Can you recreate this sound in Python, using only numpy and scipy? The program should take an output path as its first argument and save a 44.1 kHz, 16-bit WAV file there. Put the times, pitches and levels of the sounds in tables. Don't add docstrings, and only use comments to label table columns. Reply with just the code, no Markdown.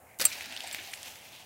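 import sys
import numpy as np
from scipy import signal
from scipy.fft import rfft, irfft
from scipy.io import wavfile
from scipy.ndimage import uniform_filter1d, map_coordinates

SR = 44100
rng = np.random.default_rng(int(sys.argv[2]) if len(sys.argv) > 2 else 0)


def unload_wav(signal):
    wavfile.write(
        sys.argv[1],
        SR,
        np.round(np.clip(np.atleast_2d(signal).T, -1, 1) * 32767).astype(np.int16),
    )


def invert_db(level):
    return 10 ** (np.asarray(level, dtype=float) / 20)


N = 63945


def unit(x):
    return x / np.sqrt(np.mean(x ** 2))


def colour(x, shape, lo_hz=20.0, hi_hz=20100.0):
    log_f = np.log(np.maximum(np.arange(len(x) // 2 + 1) * SR / len(x), 1))
    shape_hz, shape_db = np.array(shape, float).T

    def above(hz):
        return 0.5 + 0.5 * np.tanh((log_f - np.log(hz)) * 6)

    gain = invert_db(np.interp(log_f, np.log(shape_hz), shape_db))
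    return irfft(rfft(x) * gain * (above(lo_hz) - above(hi_hz)), len(x))


def walk(rate):
    hold = int(SR / rate)
    steps = np.repeat(rng.standard_normal(N // hold + 1), hold)
    return 1.3 * uniform_filter1d(uniform_filter1d(steps, hold), hold)[:N]


def lively(x, shape, common_db, own_db, rate):
    band_hz = 20 * 2 ** np.arange(0, 10.1, 0.5)
    total = np.zeros(N)
    for lo_hz, hi_hz in zip(band_hz, band_hz[1:]):
        total += invert_db(common_db + own_db * walk(rate)) * colour(x, shape, lo_hz, hi_hz)
    return unit(total)


def add(out, s, x):
    i = int(s * SR)
    out[i:i + len(x)] += x[:N - i]


def ring(hz, t60, t, rise=0.0002):
    return np.sin(2 * np.pi * hz * t) * np.exp(-np.log(1000) * t / t60) * (1 - np.exp(-t / rise))


def grit(size):
    grains_per_s, spread_db, grain_share = 3000, 3.0, 0.6
    chance, draw = rng.random((size, 2)).T
    grain_size = invert_db(spread_db * np.minimum(-np.log(draw), 3.0))
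    grains = (chance < grains_per_s / SR) * grain_size * rng.choice([-1, 1], size)
    return grain_share * unit(grains) + (1 - grain_share) * rng.standard_normal(size)


def background():
    # (f/Hz, level/dB)
    town_tone = [(30, -37), (90, -2), (150, -12.5), (370, -15), (700, -5), (1100, -13.5), (2600, -20.5),
                 (3600, -33.5)]
    # (f/Hz, level/dB)
    hiss_tone = [(3000, -30), (5300, -15), (6500, -3), (9000, 0), (15500, -1)]
    town = lively(rng.standard_normal(N), town_tone, 0, 1.2, 8.3)
    hiss = unit(colour(rng.standard_normal(N), hiss_tone))
    return invert_db(-58) * town + invert_db(-64.5) * hiss


def whirr():
    # (t/s, half-width/s, f/Hz, level/dB)
    peak_s, half_s, hz, db = (.115, .05, 2200, -59)
    air = unit(colour(rng.standard_normal(N), [(hz / 2, -30), (hz, 0), (hz * 1.5, -25)]))
    return invert_db(db) * air * np.exp(-((np.arange(N) / SR - peak_s) / half_s) ** 2)


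def ground(x):
    # (lag/s, lag/s)
    lag_s = (.00047, .00035)
    top_hz = 2500
    late = map_coordinates(x, [np.arange(N) - np.linspace(*lag_s, N) * SR], mode="nearest")
    return x + invert_db(-1) * colour(late, [(top_hz, 0), (2 * top_hz, -18), (20000, -40)])


def rolling():
    # (t/s, load on the tyres/dB, spray of fine grit/dB)
    loads = [(.19, -34.5, -45), (.28, -44, -45), (.36, -43, -50), (.45, -44, -52), (.55, -44.5, -57),
             (.60, -44.5, -54.5), (.64, -43, -57), (.76, -43.5, -50.5), (.79, -47, -53), (.90, -50, -55),
             (.925, -50, -55), (1.05, -48.5, -52), (1.17, -53.5, -53.5), (1.211, -54, -60.5),
             (1.28, -55, -58.5), (1.35, -54, -58), (1.45, -56.5, -65)]
    # (f/Hz, level/dB)
    tread_tone = [(60, -62), (250, -14.5), (480, -24), (750, -5), (1500, -5), (2270, -6.5), (3600, -1.5),
                  (12000, -29.5)]
    # (f/Hz, level/dB)
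    spray_tone = [(3000, -12), (6000, -5.5), (9000, -10), (12000, -10), (16000, -12.5)]
    touch_s, flicker_db = 0.1934, 1.5
    t = np.arange(N) / SR
    load_s, load_db, spray_db = np.array(loads).T
    patch_db = 1.2 * walk(60.8)
    tread = lively(grit(N), tread_tone, patch_db, flicker_db, 19.83)
    tread *= invert_db(-1 + np.interp(t, load_s, load_db))
    spray = lively(grit(N), spray_tone, patch_db, flicker_db, 20.74)
    spray *= invert_db(2.5 + np.interp(t, load_s, spray_db))
    return (ground(tread) + spray) * np.clip((t - touch_s) / 0.012, 0, 1)


def stones():
    # (t/s, peak level/dB, f/Hz, treble against body/dB)
    pebbles = [(0.409, -25, 2220, -20.5), (.513, -39, 3020, -20), (.5246, -30, 2840, -15),
               (0.5352, -36, 2380, -16), (0.5647, -26, 3020, -19), (.5745, -27.5, 3500, -27),
               (0.6058, -25.5, 3050, -19), (0.62, -42, 3800, -22), (0.713, -31, 3820, -16),
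               (0.747, -22, 2280, -15), (0.9353, -25, 2160, -32), (0.9385, -29, 2640, -12),
               (0.975, -38, 2390, -12), (1.0311, -37, 3360, -5), (1.158, -39, 2060, -14),
               (0.4592, -40, 2360, -4.5), (0.743, -52, 3000, 3), (0.1454, -69, 1980, 7)]
    t60_s, rise_s, glide_per_s = 0.012, 0.0013, 90
    out, t = np.zeros(N), np.arange(SR // 50) / SR
    bent = t * (1 + glide_per_s * np.minimum(t, 0.004))
    for s, db, hz, treble_db in pebbles:
        body = ring(0.8 * hz, t60_s, bent, rise_s)
        body += 0.87 * ring(1.27 * hz, 0.59 * t60_s, bent, rise_s)
        crack = unit(colour(rng.standard_normal(len(t)), [(1500, -10), (5000, 2), (16000, -12)]))
        crack *= np.exp(-t / 0.00072)
        add(out, s - 0.0005, invert_db(db) * (2 * body + invert_db(treble_db + 11) * crack))
    return out


def chain():
    # (level/dB, t60/s)
    modes = [(-6.5, 0.1), (-7, 0.047), (2.5, 0.04), (-7, 0.019), (12, 0.0052), (-11, 0.011), (-10.5, 0.053),
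             (-21, 0.0091), (-11, 0.029), (4.5, 0.0086), (-2, .028), (-7, 0.018), (-13.5, 0.045)]
    mode_hz = [7610, 7760, 8420, 8520, 8900, 9275, 10160, 11190, 13330, 13770, 15560, 2340, 4710]
    # (t/s, level/dB, free ringing/s, extra drive of the link pair/dB, fall-off from it/dB per kHz)
    slaps = [
        (0.252, -14, 0.0015, -6, 1.5),
        (0.2536, -12, 0.016, 0.5, 0.8),
        (0.4576, -52, 0.0046, 2, 5),
        (.551, -50, .008, 5.5, 12),
        (.6356, -47, .02, 6, 4),
        (.673, -35.5, .012, -6, 2.5),
        (0.7279, -31.5, .018, -10, 1),
        (0.827, -54, .015, 5, 5),
        (0.9163, -40, .004, -8, 7),
    ]
    caught_db, catch_s = -12, 0.003
    out, t = np.zeros(N), np.arange(SR // 10) / SR
    hz = np.array(mode_hz)[:, None]
    mode_db, t60 = np.array(modes).T[:, :, None]
    away_hz = abs(hz - 8470)
    for s, db, free_s, link_db, fall in slaps:
        drive_db = mode_db + link_db * (away_hz < 100) - fall * away_hz / 1000
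        steel = (invert_db(drive_db) * ring(hz, t60, t, 0.0005)).sum(axis=0)
        choke_db = caught_db * np.clip((t - free_s) / catch_s, 0, 1)
        add(out, s, invert_db(db + choke_db) * steel)
    return out


def landing():
    # (t/s, level/dB, centre f/Hz, width/octaves, fade/s)
    bursts = [(0.1873, -34.5, 9800, 1.1, 0.0069), (0.197, -28, 2200, 1.6, 0.0036),
              (.204, -20.5, 8200, 1.4, 0.0019), (0.2122, -22.5, 9060, 1.1, 0.0029),
              (0.211, -23.5, 4900, 0.16, 0.0061), (0.2134, -19.5, 10800, 0.037, 0.0014),
              (.216, -23.5, 2350, 2, 0.0062), (0.2214, -24, 5060, 0.95, 0.0038),
              (0.23, -31, 11000, 0.8, 0.0019), (.241, -28.5, 2360, 3.3, 0.0048),
              (.2521, -16, 8800, 1.7, 0.0044), (0.269, -25, 2800, .9, 0.0013),
              (.271, -43, 6000, 0.52, 0.0028), (0.323, -34, 4200, 0.56, 0.013),
              (0.782, -37, 2310, 0.48, 0.021), (.928, -41.5, 8500, 0.32, 0.021),
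              (.462, -53, 235, 0.23, 0.053), (0.579, -51.5, 247, 0.18, 0.011), (.64, -37, 767, 0.11, 0.011),
              (.705, -47.5, 696, 0.23, 0.017), (.785, -52.5, 344, 0.21, 0.035),
              (1.324, -48.5, 3520, 0.32, 0.044), (.31, -41, 2400, 0.14, .04)]
    # (t/s, level/dB, f/Hz, t60/s)
    thumps = [
        (.1967, -31.5, 290, 0.014),
        (.199, -25, 660, 0.014),
        (.2105, -32, 528, 0.067),
        (.2535, -25, 1240, 0.014),
        (.256, -41.5, 622, 0.11),
        (0.209, -64, 50, 0.076),
    ]
    out, t = np.zeros(N), np.arange(SR // 10) / SR
    for s, db, hz, octaves, fade_s in bursts:
        bell = [(hz * 2 ** (k * octaves), -3 * k * k) for k in range(-4, 5)]
        envelope = np.exp(-t / fade_s) * (1 - np.exp(-t / (0.12 * fade_s)))
        add(out, s, invert_db(db) * unit(colour(grit(len(t)), bell)) * envelope)
    for s, db, hz, t60 in thumps:
        add(out, s, invert_db(db) * ring(hz, t60, t, rise=0.0009))
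    return out


def mounds(hits):
    t = np.arange(SR // 5) / SR
    scatter = rng.standard_normal(len(t)) * np.exp(-np.log(1000) * t / 0.09) * (t > 0.002)
    return invert_db(-19) * signal.fftconvolve(hits, scatter / np.sqrt(np.sum(scatter ** 2)))[:N]


def scene():
    hits = chain() + landing() + stones()
    return (hits + mounds(hits) + rolling() + whirr() + background())[None]


def low_pass(x):
    return signal.sosfilt(signal.butter(12, 16980, fs=SR, output="sos"), x)


def record(dry):
    top_cut = signal.ellip(7, 0.2, 36, 15750, fs=SR, output="sos")
    return low_pass(signal.sosfilt(top_cut, dry))


dry = scene()
out = record(dry)
unload_wav(out)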